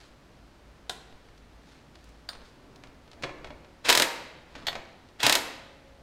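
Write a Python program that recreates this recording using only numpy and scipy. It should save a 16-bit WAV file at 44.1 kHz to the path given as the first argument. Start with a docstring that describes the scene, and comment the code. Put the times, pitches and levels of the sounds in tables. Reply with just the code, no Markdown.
"""A cordless impact wrench hammers twice, briefly, on the rear axle nut of a small motorcycle.
Its gears whirr, each blow cracks steel on steel, and the swingarm and wheel ring on.
Before that, a spanner clicks and scrapes on the chain adjuster; ahead of each burst the wrench
knocks about as it is fitted on the nut. The hard walls of the workshop throw back the cracks,
and a fan runs in the background."""
import sys
import numpy as np
from scipy import signal
from scipy.fft import rfft, irfft
from scipy.io import wavfile
from scipy.ndimage import uniform_filter1d

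SR = 44100
rng = np.random.default_rng(int(sys.argv[2]) if len(sys.argv) > 2 else 0)


def inscribe(sig):
    """Save sig as 16-bit PCM at rate SR to the path in sys.argv[1].

    A 1-D sig is mono; a 2-D sig holds one channel per row.
    Samples are clipped to [-1, 1] before scaling.
    """
    pcm = np.round(np.clip(np.atleast_2d(sig).T, -1, 1) * 32767)
    wavfile.write(sys.argv[1], SR, pcm.astype(np.int16))


N = 265482
TIME = np.arange(N) / SR

# the wrench knocks against nut and swingarm: start_s, level_db, t60_s, tilt_db_per_octave
WRENCH_KNOCKS = [(2.836, -35, 0.025, 2.5), (3.223, -32, .06, 4), (3.2342, -20, 0.038, 0.3),
                 (3.2375, -19.5, 0.049, -0.7), (3.292, -28, 0.019, -2), (3.4437, -28.5, 0.037, -0.2),
                 (3.4695, -38, .04, 1), (3.504, -29, .025, -2.3), (3.645, -43.5, .035, .8),
                 (4.5515, -33, 0.077, 1), (4.728, -26, 0.034, -0.5), (4.753, -21, 0.027, 0),
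                 (4.764, -31, .04, -3)]


def from_db(db):
    """Decibels to gain."""
    return 10 ** (np.asarray(db) / 20)


def rms_one(x):
    """Scale to unit rms."""
    return x / np.sqrt(np.mean(x ** 2) + 1e-20)


def in_time(points):
    """Draw an automation curve through (time_s, value) points."""
    return np.interp(TIME, *np.transpose(points))


def at_hz(points, hz):
    """Read (freq_hz, value) points on a log-frequency axis."""
    freq_hz, value = np.transpose(points)
    return np.interp(np.log(np.maximum(hz, 1)), np.log(freq_hz), value)


def swell(centre_s, width_s):
    """A bell-shaped rise and fall around a moment."""
    return np.exp(-((TIME - centre_s) / width_s) ** 2)


def response(colour, tilt_db=0, size=4096):
    """Minimum-phase pulse of unit energy from an EQ curve, tilted by tilt_db per octave."""
    hz = np.maximum(np.fft.rfftfreq(size, 1 / SR), 20)
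    octaves = np.log2(hz / 2000)
    cepstrum = irfft(np.log(from_db(at_hz(colour, hz) + tilt_db * octaves)))
    cepstrum[1:size // 2] *= 2
    cepstrum[size // 2 + 1:] = 0
    return rms_one(irfft(np.exp(rfft(cepstrum)))) / np.sqrt(size)


def coloured(x, colour):
    """Pass a signal through an EQ curve and scale to unit rms."""
    return rms_one(signal.fftconvolve(x, response(colour))[:N])


def strikes(events, colour, gain_db, split_hz=6500, treble_life=0.66, size=4096):
    """Each contact is a crack of countless short-lived modes; the highest die soonest."""
    track = np.zeros(N)
    low_pass = signal.butter(2, split_hz, fs=SR, output="sos")
    for start_s, level_db, t60_s, tilt_db in events:
        noise = rng.choice([-1., 1.], size)
        body = signal.sosfiltfilt(low_pass, noise)
        fall_db = -60 * TIME[:size] / t60_s
        crack = body * from_db(fall_db) + (noise - body) * from_db(fall_db / treble_life)
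        # the noise burst's spectrum is smoothed, so each crack keeps a steady tone
        power = uniform_filter1d(np.abs(rfft(crack)) ** 2, size=25)
        crack = irfft(rfft(crack) * np.sqrt(power.mean() / power))[:size // 2]
        hit = from_db(level_db + gain_db) * signal.fftconvolve(crack, response(colour, tilt_db))
        start = round((start_s + .0009) * SR)
        track[start:start + len(hit)] += hit[:N - start]
    return track


def ringing(events, modes, gain_db, spread_db):
    """Contacts set long modes ringing; spread_db varies each mode's strength from hit to hit."""
    track = np.zeros(N)
    start_s, hit_db = np.transpose(events)[:2]
    starts = np.round(start_s * SR).astype(int)
    chance_db = spread_db * rng.standard_normal((len(events), len(modes)))
    for k, (pitch_hz, mode_db, t60_s) in enumerate(modes):
        kicks = np.full(N, 1e-18)
        kicks[starts] = (-1) ** k * from_db(hit_db + mode_db + gain_db + chance_db[:, k])
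        radius, angle = from_db(-60 / (t60_s * SR)), 2 * np.pi * pitch_hz / SR
        track += signal.lfilter([0, np.sin(angle)], [1, -2 * radius * np.cos(angle), radius ** 2], kicks)
    return track


def fan(air_db=-57, drone_trim_db=-4, drone_hz=54, width_hz=4.5):
    """The background bed: a steady rush of air and a wavering low drone."""
    # spectrum of fan and room air: freq_hz, level_db
    air_colour = [(12, -46.5), (20, -14), (38, -7.5), (58, -6), (88, -9.5), (293, -14.5), (446, -19),
                  (590, -17), (759, -20.5), (849, -20), (2390, -27), (3950, -31.5), (4420, -31.5),
                  (13900, -49), (16000, -54)]
    # the drone swells and dips: time_s, level_db
    drone_levels = [(0.05, -67), (0.44, -56), (1.09, -55), (1.14, -71), (1.42, -54), (1.92, -59),
                    (2.09, -54), (2.72, -69), (3.49, -53), (3.86, -68), (3.89, -55), (4.69, -71.5),
                    (4.81, -63), (5.79, -72), (5.9, -63.5)]
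    hz = np.fft.rfftfreq(N, 1 / SR)
    air = irfft(rfft(rng.standard_normal(N)) * from_db(at_hz(air_colour, hz)), N)
    drone = irfft(rfft(rng.standard_normal(N)) / (1 + ((hz - drone_hz) / width_hz) ** 4), N)
    return from_db(air_db) * rms_one(air) + from_db(in_time(drone_levels) + drone_trim_db) * rms_one(drone)


def workshop(send, predelay_s=0.0028, early_db=8, early_t60_s=0.17, size=52000):
    """Early reflections from bench and floor, then a diffuse tail whose treble dies first."""
    # decay of the room: freq_hz, t60_s
    decay_times = [(100, .5), (300, 1.12), (700, 0.92), (2000, 0.94), (4000, 0.8555), (8000, 0.5),
                   (15000, 0.43)]
    # tone of the reverb: freq_hz, level_db
    colour = [(100, 6.5), (700, 1.5), (2000, -0.54), (4000, -6.5), (8000, 1), (15000, -1)]
    t, hz = TIME[:size], np.fft.rfftfreq(size, 1 / SR)
    centres_hz = np.geomspace(60, 16000, 12)
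    white, tail = rfft(rng.standard_normal(size)), 0
    early = from_db(early_db - 60 * t / early_t60_s)
    for centre_hz, share in zip(centres_hz, np.eye(len(centres_hz))):
        band = irfft(white * at_hz(np.column_stack([centres_hz, share]), hz), size)
        late = from_db(-60 * t / at_hz(decay_times, centre_hz))
        tail += band * np.hypot(late, early) * from_db(at_hz(colour, centre_hz))
    fade_in = np.clip(t / predelay_s - 1, 0, 1)
    return signal.fftconvolve(send, rms_one(tail * fade_in) / np.sqrt(size))[:N]


def handling(slips_per_s=900, slip_spread_db=1.5, steady_rub_db=-72, grip_db=-64):
    """Steel rubs in tiny slips; gloves and the wrench body bump softly."""
    # steel slides on steel: centre_s, width_s, level_db, tilt_db_per_octave
    scrapes = [(.015, 0.068, -61, 1.5), (1.28, .04, -58, -5), (1.72, 0.077, -64, 1.5),
               (2.08, 0.094, -70.5, 2.5), (2.35, 0.031, -58.5, -3.5), (2.46, 0.06, -66.5, 3),
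               (4.61, .08, -53, -3)]
    # gloves and wrench body shift: centre_s, width_s, level_db
    shifts = [(2.4, 0.025, -59), (2.75, .2, -63), (3.21, .04, -53), (3.46, .13, -56), (4.6, .1, -57.5)]
    # gritty tone of the rubbing: freq_hz, level_db
    rub_colour = [(300, -6.5), (1500, 4), (3000, 0), (4100, 2), (5500, -5), (9000, -15.5), (15000, -36)]
    # dull tone of the bumps: freq_hz, level_db
    bump_colour = [(30, -1), (130, -1), (300, -1), (700, -8), (2000, -19.5), (8000, -46.5)]
    slips = (rng.random(N) < slips_per_s / SR) * rng.choice([-1, 1], N)
    slips = rms_one(slips * from_db(-slip_spread_db * rng.standard_normal(N)))
    rub = from_db(steady_rub_db) * coloured(slips, rub_colour)
    for centre_s, width_s, level_db, tilt_db in scrapes:
        slide = slips * swell(centre_s, width_s)
        rub += from_db(level_db) * signal.fftconvolve(slide, response(rub_colour, tilt_db))[:N]
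    movement = from_db(grip_db) + sum(from_db(db) * swell(s, width_s) for s, width_s, db in shifts)
    return rub + movement * coloured(rng.standard_normal(N), bump_colour)


def light_ticks(t60_s=0.023):
    """Tools and chain touch lightly, each time with a short tick."""
    # light contacts: start_s, level_db, tilt_db_per_octave
    touches = [(1.1246, -36, -5), (1.377, -47, 1), (1.954, -38, -1.5), (2.041, -47, 9), (2.0894, -52, 9),
               (2.331, -34, -2.5), (2.351, -33.5, -4), (2.416, -37.5, -4.5), (2.7587, -41.5, 2),
               (2.871, -40.5, -3), (3.077, -42.5, -3.5), (3.1141, -38.5, 0), (3.1313, -36.5, -3),
               (3.384, -41.5, -4.5), (4.8517, -42, -2.5), (5.087, -45, -1.5)]
    # tone of a tick: freq_hz, level_db
    colour = [(100, -3), (700, 4.5), (2200, 2.5), (4200, 6.5), (7000, -4.5), (14000, -25.5)]
    return strikes([(s, db, t60_s, tilt_db) for s, db, tilt_db in touches], colour, gain_db=-5)


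def adjuster_snaps():
    """The spanner snaps on the chain adjuster, which rings briefly: (crack, ring)."""
    # a tight double click: start_s, level_db, t60_s, tilt_db_per_octave
    snaps = [(0.895, -16, 0.014, 0), (0.898, -19, 0.011, -0.6)]
    # tone of a snap: freq_hz, level_db
    colour = [(80, -25), (350, -5.5), (720, 0), (1150, -5), (1600, -4.5), (2600, -9.5), (3800, 2),
              (5000, -8.5), (7000, -8.5), (10000, -18), (15500, -31)]
    # resonances of the adjuster: pitch_hz, level_db, t60_s
    modes = [(743, -14.5, 0.066), (1510, -18, .12), (3220, -21, 0.25), (3670, -15, .16), (3850, 3, .035),
             (4040, -26, 0.4)]
    return strikes(snaps, colour, gain_db=-5), ringing(snaps, modes, gain_db=-15, spread_db=1)


def spanner_clinks():
    """The steel spanner clinks and rings brightly: (crack, ring)."""
    # one clear clink, one faint: start_s, level_db, t60_s, tilt_db_per_octave
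    clinks = [(2.2887, -20.5, 0.014, 2.5), (2.452, -50, 0.056, 1)]
    # tone of a clink: freq_hz, level_db
    colour = [(100, -24), (400, -8), (700, 3.5), (1100, -1), (1600, 2.5), (2600, -8.5), (3700, 1),
              (4700, 1.5), (5700, -17.5), (8000, -19.5), (11000, -33), (15500, -34)]
    # resonances of the spanner: pitch_hz, level_db, t60_s
    modes = [(1260, -13.5, 0.19), (3670, -2.5, 0.072), (4180, -6, .05), (4260, -14, 0.26), (4690, 2, .04),
             (4830, -5, .04), (6950, -19.5, 0.14), (8900, -18.5, 0.24), (9060, -17, 0.17),
             (12000, -26, .15), (14550, -21, .07)]
    return strikes(clinks, colour, gain_db=-4.5), ringing(clinks, modes, gain_db=-14, spread_db=1)


def wheel_ring():
    """Jolts reach the wheel and leave a low, lingering ring."""
    # jolts through the axle: start_s, level_db
    jolts = [(3.235, -17), (3.975, -14), (5.24, -7.5)]
    # resonances of the wheel: pitch_hz, level_db, t60_s
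    modes = [(126.3, 2, 0.28), (308, 0.5, 0.79), (544, -18.5, 7.1), (843, -16.5, 2.4)]
    return ringing(jolts, modes, gain_db=-28, spread_db=0)


def swingarm_ring(blows):
    """Hammer blows and knocks of the wrench set the swingarm ringing."""
    # resonances of the swingarm: pitch_hz, level_db, t60_s
    modes = [(364.5, -14.5, 0.47), (485, -13, 0.53), (663, -4.5, .55), (905, -10.5, 0.76),
             (950, -8.5, 0.49), (1078, -12, 0.67), (1219, -10.5, 0.69), (1310, -25, .7), (1407, -12, .25),
             (1730, -8, 0.64), (1840, -4, 0.19), (2220, -6.5, .3), (2238, -6.5, 0.51), (2530, -9.5, 0.5),
             (2840, -12.5, 0.35), (3420, -8.5, .22), (3340, -0.5, 0.19), (4050, -12.5, .2),
             (4308, -7.5, 0.25)]
    hammered = ringing(blows, modes, gain_db=-34.5, spread_db=2)
    return hammered + ringing(WRENCH_KNOCKS, modes, gain_db=-29, spread_db=2)


def wrench_knocks():
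    """The wrench clunks against nut and swingarm as it is fitted."""
    # tone of a knock: freq_hz, level_db
    colour = [(40, -9), (130, -4), (300, -5), (650, 5.5), (1200, -1), (1800, -2.5), (2400, 0), (3000, -6),
              (3900, -7), (6500, -17.5), (9000, -29), (15000, -47.5)]
    return strikes(WRENCH_KNOCKS, colour, gain_db=-5)


def socket_drops():
    """The socket drops onto the nut with a clack and a short ring: (crack, ring)."""
    # socket meets nut: start_s, level_db, t60_s, tilt_db_per_octave
    drops = [(4.6677, -15.5, 0.054, 3), (4.672, -22.5, 0.078, -2), (4.682, -14.5, 0.034, -0.9),
             (5.2028, -18.5, .012, 3.5)]
    # tone of a clack: freq_hz, level_db
    colour = [(60, -20), (350, -17), (700, 6), (1200, -4), (2000, 1), (2700, -5), (3400, 3.5), (4500, -.5),
              (5500, -13.5), (7500, -15), (11000, -32.5), (12800, -23.5), (15500, -37.5)]
    # resonances of the socket: pitch_hz, level_db, t60_s
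    modes = [(683, -6.5, 0.13), (1935, 1.5, 0.15), (3370, 6.5, .08), (3630, 2, .1), (4400, 2.5, .1),
             (12170, -20, 0.13), (13000, -25.5, 0.11), (13900, -21.5, 0.1)]
    return strikes(drops, colour, gain_db=-7), ringing(drops, modes, gain_db=-23, spread_db=2.5)


def motor():
    """The motor spins up, strains to wind the hammer spring, hammers and coasts: (mesh_hz, gain)."""
    # trigger pulls: pull_s, resist_s, release_s, free_running_db
    pulls = [(3.838, 3.888, 4.025, -29.5), (5.188, 5.233, 5.36, -37)]
    idle_hz, free_hz, loaded_hz = 302.3, 1076.4, 883.3  # gear mesh rates
    attack_s, bite_s, strain_s, coast_s = 0.013, 0.0051, .03, .09
    strain_db, hammering_db, off_db = -23.5, -31.5, -60
    speed, gain = [], 0
    for pull_s, resist_s, release_s, free_db in pulls:
        hammer_s, stop_s = resist_s + 2 * strain_s, release_s + coast_s
        speed += [(pull_s, idle_hz), (resist_s, free_hz), (hammer_s, loaded_hz),
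                  (release_s, loaded_hz), (stop_s, idle_hz)]
        level_db = in_time([(pull_s, off_db), (pull_s + attack_s, free_db), (resist_s - bite_s, free_db),
                            (resist_s, strain_db), (resist_s + strain_s, strain_db),
                            (hammer_s, hammering_db), (release_s, hammering_db), (stop_s, off_db)])
        gain += from_db(level_db) * (TIME > pull_s) * (TIME < stop_s)
    return in_time(speed), gain


def gears(gain_db=-2, jitter=.12, grind=1.11):
    """Gear teeth mesh at the wavering motor speed, with grinding between them."""
    # tone of the gearbox: freq_hz, level_db
    colour = [(50, -18.5), (150, -18.5), (320, -6), (700, -6.5), (1200, -1), (2800, 0), (4500, -5),
              (8000, -17), (15000, -34.5)]
    mesh_hz, envelope = motor()
    waver = rms_one(uniform_filter1d(rng.standard_normal(N), size=200))
    teeth_passed = np.floor(np.cumsum(mesh_hz * (1 + jitter * waver)) / SR)
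    ticks = np.diff(teeth_passed, prepend=0) * from_db(3.2 * rng.standard_normal(N))
    # the housing smears each tooth's tick over a few milliseconds
    housing = rng.standard_normal(300) * np.hanning(300)
    whirr = rms_one(signal.fftconvolve(ticks - ticks.mean(), housing)[:N])
    return envelope * from_db(gain_db) * coloured(whirr + grind * rng.standard_normal(N), colour)


def hammer_blows(t60_s=0.028, tilt_db=0.25, level_spread_db=.5, tilt_spread_db=.9, lag_kept=.4):
    """The hammer catches and rebounds as the socket takes up its play, then settles to an even beat."""
    # catches and rebounds: start_s, level_db, t60_s, tilt_db_per_octave
    catches = [(3.886, -11, 0.025, -1), (3.89, -2.5, 0.034, -0.5), (3.9035, -1.5, 0.01, -0.5)]
    # bursts of blows: start_s, count, interval_s, lag_s, first_db, second_db, step_db
    bursts = [(3.8983, 6, .0232, .0062, 0, -4.5, 0.5), (5.23, 5, .0276, .0118, -7, -0.5, -1.4)]
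    blows = list(catches)
    for start_s, count, interval_s, lag_s, first_db, second_db, step_db in bursts:
        for k, (harder, brighter) in enumerate(rng.standard_normal((count, 2))):
            blow_s = start_s + k * interval_s + lag_s * (1 - lag_kept ** k)
            level_db = second_db + step_db * (k - 1) if k else first_db
            level_db += level_spread_db * harder
            blows.append((blow_s, level_db, t60_s, tilt_db + tilt_spread_db * brighter))
    return blows


def impact_wrench(blows):
    """Hard steel hammer cracks over the whirr of the gears."""
    # tone of a blow: freq_hz, level_db
    colour = [(50, -25), (130, -23), (220, -7.5), (380, -2.5), (650, 2.5), (1100, -3), (1850, 2.5),
              (2800, 0), (3900, 3.5), (5500, -3.5), (8000, -6.5), (11000, -14), (13000, -11),
              (16000, -26.5)]
    return strikes(blows, colour, gain_db=-6.5) + gears()


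def scene():
    """Wrench, hand tools and fan, mixed in mono with the workshop reverb."""
    blows = hammer_blows()
    wrench = impact_wrench(blows)
    knocks = wrench_knocks()
    socket, socket_ring = socket_drops()
    snaps, adjuster_ring = adjuster_snaps()
    clinks, spanner_ring = spanner_clinks()
    foley = light_ticks() + handling()
    rings = swingarm_ring(blows) + wheel_ring() + socket_ring + adjuster_ring + spanner_ring
    # cracks, gear whirr and handling go to the reverb; the long rings stay dry: layer, send_db
    layers = [(wrench, -6), (knocks, -5), (socket, -5.5), (snaps + clinks, -3.5), (foley, -7)]
    direct = sum(layer for layer, _ in layers)
    send = sum(from_db(send_db) * layer for layer, send_db in layers)
    return (direct + rings + workshop(send) + fan())[None]


def record(dry, ceiling=0.76, cutoff_hz=15800):
    """Soft clipping rounds the highest peaks; a steep low-pass cuts the very top."""
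    low_pass = signal.ellip(12, .1, 90, cutoff_hz, fs=SR, output="sos")
    return signal.sosfilt(low_pass, ceiling * np.tanh(dry / ceiling))


dry = scene()
out = record(dry)
inscribe(out)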